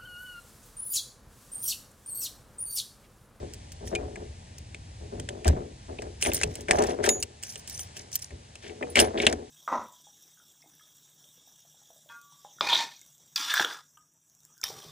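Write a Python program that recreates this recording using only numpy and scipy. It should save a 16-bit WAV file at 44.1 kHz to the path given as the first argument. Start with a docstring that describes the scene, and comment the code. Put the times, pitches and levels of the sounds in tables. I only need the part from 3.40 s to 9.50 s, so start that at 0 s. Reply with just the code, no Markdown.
"""A soft push booms and rattles a metal trailer door over a gently wavering outdoor hush; light key ticks follow.
A hand works a bunch of keys in the door's padlock, takes the lock off and swings the handle.
Contacts are noise chatters through body resonances; keys, shackle, hasp and lock barrel ring as decaying sines.
Pushes drive the door's modes with noise and tiny taps; rubbing and rustling are filtered gritty noise."""
import sys
import numpy as np
from scipy import signal
from scipy.fft import rfft, irfft, next_fast_len
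from scipy.io import wavfile
from scipy.ndimage import map_coordinates

SR = 44100
rng = np.random.default_rng(int(sys.argv[2]) if len(sys.argv) > 2 else 0)


def persist_wave(psi):
    """Save psi, clipped to +-1, as 16-bit WAV."""
    counts = np.round(np.clip(psi, -1, 1) * 32767).astype(np.int16)
    wavfile.write(sys.argv[1], SR, np.atleast_2d(counts).T)


N = 269010


def amp(db):
    """Gain of a level in dB."""
    return 10 ** (np.asarray(db) / 20)


def unit(x):
    """Scale to an RMS of 1."""
    return x / np.sqrt(np.mean(x ** 2) + 1e-20)


def along(points, hz):
    """Read a curve of (f/Hz, value) points on a log frequency axis."""
    f, v = np.transpose(points)
    return np.interp(np.log(hz + 1), np.log(f + 1), v)


def wobble(rate):
    """A smooth random curve with rate knots a second."""
    knots = rng.standard_normal(int(N * rate / SR) + 4)
    return map_coordinates(knots, [np.arange(N) * rate / SR])


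def filtered(x, response):
    """Shape x by a complex response of frequency."""
    m = next_fast_len(x.shape[-1] + 8192)
    spectrum = rfft(x, m) * response(np.fft.rfftfreq(m, 1 / SR))
    return irfft(spectrum, m)[..., :x.shape[-1]]


def resonances(modes):
    """Causal response of (f/Hz, width/Hz, level/dB) modes, added with alternating sign."""
    def response(f):
        return sum((-1) ** k * amp(db) * 1j * f * width / (hz * hz - f * f + 1j * f * width)
                   for k, (hz, width, db) in enumerate(modes))
    return response


def below(top_hz, order):
    """Causal low-pass response."""
    b, a = signal.butter(order, top_hz, fs=SR)
    return lambda f: signal.freqz(b, a, f, fs=SR)[1]


def gritty(rate, depth_db):
    """Two noises whose common strength wanders at random, with rate knots a second."""
    return rng.standard_normal((2, N)) * amp(depth_db * wobble(rate))


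def taps(rate):
    """Two trains of tiny blows at the same irregular moments, on average rate a second."""
    return unit((rng.random(N) < rate / SR) * rng.standard_normal((2, N)))


def driven(force, level_db, response):
    """A force of changing level through a body that rings on after it."""
    return filtered(amp(level_db) * force, response) / np.std(filtered(force, response))


def strokes(starts, holds, levels_db, rise_s, falls):
    """Level in dB of overlapping strokes: each rises, holds, then falls so many dB a second."""
    grid = np.arange(0, N / SR, .001)
    t = grid - starts[:, None]
    past_hold = np.maximum(t - rise_s - np.abs(holds[:, None]), 0)
    gains = np.clip(t / rise_s, 0, 1) * amp(levels_db[:, None] - falls * past_hold)
    level_db = 10 * np.log10(np.sum(gains ** 2, 0) + 1e-14)
    return np.interp(np.arange(N) / SR, grid, level_db)


# phase by which the left port leads the right: f/Hz, lead/rad
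PORT_LEADS = [(200, 0), (1380, -3.2), (1800, -.3), (4100, -.8), (5400, -2.8), (7800, -.2), (9400, -1.6),
              (16000, -1.8)]
# how much louder the left port is than the right: f/Hz, level/dB
PORT_LEVELS = [(150, .5), (500, 5), (1030, 0), (1720, 8), (3000, 1), (9500, -2), (14000, 0)]
# likeness of the two ports: f/Hz, likeness (0-1)
PORT_LIKENESS = [(230, .995), (520, .75), (2500, .92), (4600, .6), (9500, .96), (14000, .85)]


def ports(pair, scatter):
    """Each port hears the first sound plus or minus a share of its unrelated twin, at its own phase and level."""
    def shares(f):
        turn = np.arccos(along(PORT_LIKENESS, f) ** scatter) / 2
        return np.array([np.cos(turn), np.sin(turn)])

    half = np.array([[.5], [-.5]])  # each port takes half of the difference

    def port_response(f):
        return amp(half * along(PORT_LEVELS, f)) * np.exp(1j * half * along(PORT_LEADS, f))

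    main, twin = filtered(pair, shares)
    return filtered(np.array([main + twin, main - twin]), port_response)


# relative spectrum of the outdoor bed: f/Hz, level/dB (per Hz)
HUSH_SPECTRUM = [(30, -16), (86, 8), (319, -12.5), (822, -8), (1280, -17.5), (2610, -15.5), (6210, -16.5),
                 (10500, -25), (11700, -63)]
HUSH_DB = -51


def hush():
    """Far traffic and open air: noise under a fixed spectrum, slowly wavering."""
    air = gritty(3, depth_db=1.2)
    return amp(HUSH_DB) * unit(filtered(air, lambda f: amp(along(HUSH_SPECTRUM, f))))


# bending modes of the door sheet: f/Hz, width/Hz, relative level/dB
SHEET_MODES = [(242.9, 25, -6.5), (284.6, 5.3, -4.5), (345.2, 40, -5), (424.1, 19, 1), (480.7, 6, -2.5),
               (543.4, 43, -6.5), (638.5, 94, -9), (737.7, 13.4, -3), (807, 268, -15)]


def sheet(f):
    """The door sheet answers in its modes and hardly at all above them."""
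    return resonances(SHEET_MODES)(f) * below(1400, order=2)(f)


# bending modes of the whole door: f/Hz, width/Hz, relative level/dB
BOOM_MODES = [(74.7, 26.5, 32), (183, 69, 0)]
# pushes of hand and lock on the door: t/s, hold/s, panel rattle level/dB, boom level/dB
DOOR_PUSHES = [(0, 0.0022, -36, -36.5), (0.406, 0.064, -40.5, -44), (0.504, .13, -34.5, -43),
               (0.762, 0.038, -40.5, -40), (1.602, 0.0071, -42, -41), (1.715, 0.083, -41, -41.5),
               (1.887, 0.093, -41, -50), (2.05, 0.01, -27, -18.5), (2.153, 0.0045, -33, -47),
               (2.48, 0.0075, -36, -46), (2.619, 0.0041, -35, -46), (2.861, 0.0048, -27.5, -32.5),
               (3.023, 0.0026, -32.5, -30.5), (3.154, 0.0069, -37.5, -46), (3.287, 0.12, -26, -37.5),
               (3.391, 0.12, -31.5, -53), (3.587, 0.005, -30, -42), (3.639, 0.05, -27.5, -56),
               (4.551, 0.0059, -46, -60), (4.905, 0.01, -44, -43), (5.231, 0.075, -41.5, -57),
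               (5.408, 0.038, -34, -55), (5.563, 0.053, -24.5, -36), (5.736, 0.1, -33, -46.5),
               (5.835, 0.088, -32, -42)]
RATTLE_RISE_S, RATTLE_FALLS_DB_PER_S = 0.001, 125
BOOM_RISE_S, BOOM_FALLS_DB_PER_S = .03, 158
TREMBLE_DB, LOCK_OFF_S = -47, 3.84  # the door hums faintly while the lock is held against it


def door():
    """Pushes through the lock shake the door: noise drives a low boom, tiny taps rattle the sheet modes."""
    s, held, rattles, booms = np.transpose(DOOR_PUSHES)
    panel_db = strokes(s, held, rattles, RATTLE_RISE_S, RATTLE_FALLS_DB_PER_S)
    boom_db = strokes(s, held, booms, BOOM_RISE_S, BOOM_FALLS_DB_PER_S)
    since_off = np.maximum(np.arange(N) / SR - LOCK_OFF_S, 0)
    tremble_db = TREMBLE_DB - BOOM_FALLS_DB_PER_S * since_off
    bending = filtered(gritty(14, depth_db=1), lambda f: resonances(BOOM_MODES)(f) * below(400, order=2)(f))
    boom = np.hypot(amp(boom_db), amp(tremble_db)) * unit(bending)

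    shaken = driven(taps(400), panel_db, sheet)
    low = filtered(shaken, lambda f: 1 / (1 + (f / 520) ** 4))
    high = shaken - low
    panel = low + amp(0.66 * (panel_db + 35.0)) * high  # soft pushes hold back the high modes
    return boom + panel


# lock body dragged over the hasp: f/Hz, width/Hz, relative level/dB
RUB_MODES = [(1610, 660, -3), (2280, 260, 1), (3020, 1300, -5)]
# keys sliding on their ring: f/Hz, width/Hz, relative level/dB
RUSTLE_MODES = [(5610, 910, 25), (11100, 610, 17)]
# keys and lock sliding, levels before each layer's trim: t/s, hold/s, lock rub level/dB, key rustle level/dB
SLIDE_STROKES = [(0.448, 0.0079, -72, -58), (2.04, 0.022, -44, -58.5), (2.801, 0.061, -44.5, -49.5),
                 (2.918, 0.09, -48, -54), (3.085, 0.11, -58.5, -63), (3.278, 0.21, -48.5, -56.5),
                 (3.625, 0.011, -34, -46.5), (4.018, 0.082, -59.5, -56), (4.264, 0.15, -62, -56.5),
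                 (4.544, 0.031, -55, -58.5), (4.714, 0.014, -60, -54), (4.805, 0.0038, -59, -56),
                 (5.218, 0.046, -52, -67), (5.548, 0.039, -28.5, -46), (5.765, 0.11, -41, -58.5)]
SLIDE_RISE_S, SLIDE_FALLS_DB_PER_S = .02, 332


def slides():
    """Lock and keys rub and rustle in fine grains; tiny taps make the key modes shimmer."""
    s, held, rubs, rustles = np.transpose(SLIDE_STROKES)
    rub_db = strokes(s, held, rubs, SLIDE_RISE_S, SLIDE_FALLS_DB_PER_S)
    rustle_db = strokes(s, held, rustles, SLIDE_RISE_S, SLIDE_FALLS_DB_PER_S)

    def rub_response(f):
        return resonances(RUB_MODES)(f) * f / (f + 1100j) * below(6000, order=2)(f)

    def rustle_response(f):
        return resonances(RUSTLE_MODES)(f) * f / (f + 5000j) * below(10400, order=8)(f)

    rub = unit(filtered(gritty(200, depth_db=3.0), rub_response))
    rustle = unit(filtered(gritty(200, depth_db=6.5), rustle_response))
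    # lively keys, free of the lock, keep ringing
    shimmer_db = 2 * rustle_db + 61.5 + np.clip(rustle_db - rub_db, -30, 0)
    shimmer = 0
    for hz, db, _ in KEY_MODES:
        force = taps(250)
        mode_db = shimmer_db + db + 6 * wobble(20)  # each mode comes and goes
        shimmer = shimmer + driven(force, mode_db, lambda f: resonances([(hz, 170, 0)])(f) ** 2)
    return amp(rub_db + 2.5) * rub + amp(rustle_db + 13.5) * rustle + shimmer


def rings(blows, modes, loose, free):
    """Blows ring sine modes; loose grip varies level and pitch and shortens the ring; a hand stops it after free s."""
    out, t = np.zeros((2, N + SR)), np.arange(SR // 2) / SR
    for s, db in blows:
        start = round(s * SR)
        for hz, level, t60 in modes:
            flutter = map_coordinates(rng.standard_normal(60), [t * 118])
            gripped_t60 = t60 * (1 - .4 * loose)
            grip, detune = rng.standard_normal(2)
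            strength_db = db + level + 6 * loose * (grip + flutter)
            decay_db = 60 * t / gripped_t60 + 2000 * np.maximum(t - free, 0)
            cycles = hz * (1 + .008 * loose * detune) * t + rng.random((2, 1))
            attack = np.minimum(t * 1000, 1)
            out[:, start:start + len(t)] += amp(strength_db - decay_db) * attack * np.sin(2 * np.pi * cycles)
    return out[:, :N]


# the key tip pings the lock barrel: t/s, level/dB (before grip varies it)
BARREL_BLOWS = [(.556, -21.5), (5.427, -31)]
# barrel mode: f/Hz, relative level/dB, t60/s (before grip shortens it)
BARREL_MODES = [(2420, 0, 0.069)]


def pin():
    """The key tip sets the lock barrel ringing in a single mode."""
    return rings(BARREL_BLOWS, BARREL_MODES, loose=.35, free=.05)


# keys swinging against each other: t/s, level/dB (before grip varies it)
KEY_CLINKS = [(4.4, -32), (4.175, -43.5), (5.5, -45.5), (3.8, -44.5), (4.407, -43), (2.865, -34),
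              (2.945, -29)]
# key modes: f/Hz, relative level/dB, t60/s (before grip shortens it)
KEY_MODES = [(6130, -2, .1), (8882, -6, .15), (9356, -3, .15), (10160, -5, .12), (13610, -12, .15),
             (14770, -9, .12)]


def keys():
    """Keys tinkle as they swing together, loosely held and so unsteady in level and pitch."""
    return rings(KEY_CLINKS, KEY_MODES, loose=.6, free=.09)


# the padlock snaps free: t/s, level/dB (before grip varies it)
SHACKLE_SNAPS = [(3.689, -19)]
# shackle modes: f/Hz, relative level/dB, t60/s (before grip shortens it)
SHACKLE_MODES = [(3720, -10, .09), (6794, 0, .3), (9948, -6, .17), (12540, -17, .16)]
# the handle strikes the hasp: t/s, level/dB (before grip varies it)
HASP_STRIKES = [(5.556, -26.5), (5.599, -11.5)]
# hasp modes: f/Hz, relative level/dB, t60/s (before grip shortens it)
HASP_MODES = [(5140, -3, .06), (8355, -9, .04), (9502, 0, .06), (9900, -15, .25), (12690, -10, .08)]


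def lock():
    """The shackle rings as the padlock snaps free, the hasp as the handle strikes it."""
    shackle = rings(SHACKLE_SNAPS, SHACKLE_MODES, loose=.1, free=.13)
    hasp = rings(HASP_STRIKES, HASP_MODES, loose=.2, free=.08)
    return shackle + hasp


# harder contacts of keys, lock and handle: t/s, relative level/dB, body pitch f/Hz, relative brightness level/dB
HARD_CONTACTS = [(0.474, -32, 3550, -3.5), (0.551, -17, 2440, -8.5), (0.757, -28, 1620, -11.5),
                 (1.345, -28, 2320, -10.5), (1.7979, -26.5, 3140, -3.5), (1.8882, -20, 3150, -7.5),
                 (2.0455, -24.5, 2030, -6.5), (2.0785, -14, 1550, 0), (2.5855, -20.5, 2440, -36.5),
                 (2.62, -30, 1670, -5), (2.825, -10.5, 2800, -3.5), (2.85, -16, 2380, -12),
                 (2.86, -14, 2150, -9), (2.917, -21, 2440, -12), (2.934, -15.5, 2300, 7),
                 (2.9445, -15, 2430, 9.5), (3.0129, -17, 1700, -7.5), (3.033, -8.5, 2550, -6.5),
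                 (3.2837, -15, 1660, -15.5), (3.309, -1.5, 1723, -8.5), (3.386, -23, 2200, -8),
                 (3.4214, -20, 2900, -3), (3.437, -21, 1720, -4), (3.6398, -15, 1540, -7),
                 (3.6628, -13.5, 1590, -4.5), (3.69, -5, 2180, -1), (3.826, -12.5, 2730, -1),
                 (4.156, -25.5, 2900, -5), (4.2966, -26, 2170, 4.5), (4.393, -23.5, 3230, -2),
                 (4.5671, -28, 2830, -6.5), (4.7549, -10.5, 3500, 8), (4.9058, -36.5, 1730, -11),
                 (5.1542, -30.5, 2640, -6.5), (5.295, -28, 2250, -38), (5.4258, -20, 1960, -20),
                 (5.5555, -7, 2260, -10.5), (5.569, -6.5, 2240, -15), (5.591, -1.5, 2760, -9),
                 (5.6, -5, 2870, -3), (5.775, -17.5, 2700, -28), (5.8006, -11.5, 2320, -23.5),
                 (5.833, -9, 2320, -45), (5.8663, 0, 2640, -11), (5.926, -17.5, 1480, -5)]
# light ticks of one key on another: t/s, relative level/dB
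KEY_TICKS = [(0.1357, -29.5), (0.319, -32), (1.182, -32.5), (2.812, -28), (2.974, -29), (3.154, -24.5),
             (3.2075, -31.5), (4.027, -29), (4.0345, -22), (4.137, -37), (4.194, -34.5), (4.2748, -28.5),
             (4.7165, -33.5), (4.742, -30), (4.792, -33)]
TICK_HZ, TICK_BRIGHT_DB = 3140, 1
SNAP_S = .0011  # time to the peak of a contact
REBOUND_S, REBOUND_DB = 0.0049, -10.5  # two bounces, on average this far apart and this much weaker each


def pulse(u):
    """Force of one contact: a quick rise to 1 at SNAP_S, then a smooth decay."""
    u = np.maximum(u, 0) / SNAP_S
    return u * np.exp(1 - u)


def contacts():
    """A short chatter rings the struck part's body pitch; brighter contacts carry more treble and less door thump."""
    out, t = np.zeros((2, N + SR)), np.arange(SR // 8) / SR
    linger = amp(-15 - 60 * t / 0.06) * (1 - np.exp(-t / SNAP_S))  # the body lingers
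    dull, bright = below(3330, order=2), below(12500, order=6)
    edge_modes = resonances([(5500, 3500, 0), (9200, 2200, -1.5)])
    air_mode = resonances([(14200, 4000, 0)])
    ticks = [(s, db, TICK_HZ, TICK_BRIGHT_DB) for s, db in KEY_TICKS]
    for s, db, hz, bright_db in HARD_CONTACTS + ticks:
        noise = rng.standard_normal((2, len(t)))
        gaps, sizes = rng.random((2, 2))
        delays = REBOUND_S * np.cumsum(.5 + gaps)
        losses = REBOUND_DB * np.cumsum(.5 + sizes)
        snap = pulse(t) + sum(amp(loss) * pulse(t - late) for late, loss in zip(delays, losses))
        shape = snap + linger
        chatter = noise * shape
        body_modes = resonances([(hz, .16 * hz, 0), (1.5 * hz, .5 * hz, -7), (.6 * hz, .6 * hz, -11)])
        body = unit(filtered(chatter, lambda f: dull(f) * body_modes(f)))
        edge = unit(filtered(noise * (snap + shape), lambda f: bright(f) * edge_modes(f)))
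        air = unit(filtered(noise * snap, lambda f: air_mode(f) ** 2))
        knock = unit(filtered(chatter, sheet))  # dull, heavy contacts thump the door
        treble = edge + amp(2.2 * bright_db - 13.0) * air
        click = amp(-.45 * bright_db - 12.0) * knock + body + amp(1.43 * bright_db + 7.5) * treble
        start = round(s * SR)
        out[:, start:start + len(t)] += amp(db - 23.5) * unit(click)
    return out[:, :N]


def scene():
    """Handling sounds at the ports' own likeness, over a more scattered hush."""
    ringing = None
    clicks = contacts()
    ringing = keys() + lock() + pin()
    handling = clicks + ringing + door() + slides()
    return ports(handling, scatter=1) + ports(hush(), scatter=2)


TOP_HZ = 16500  # nothing remains above this


def record(dry):
    """The loudest blows saturate softly; the treble fades out over the last 800 Hz below TOP_HZ."""
    saturated = dry / (1 + dry ** 4) ** (1 / 4)
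    return filtered(saturated, lambda hz: np.clip((TOP_HZ - hz) / 800, 0, 1) ** 2)


dry = scene()
out = record(dry)
persist_wave(out)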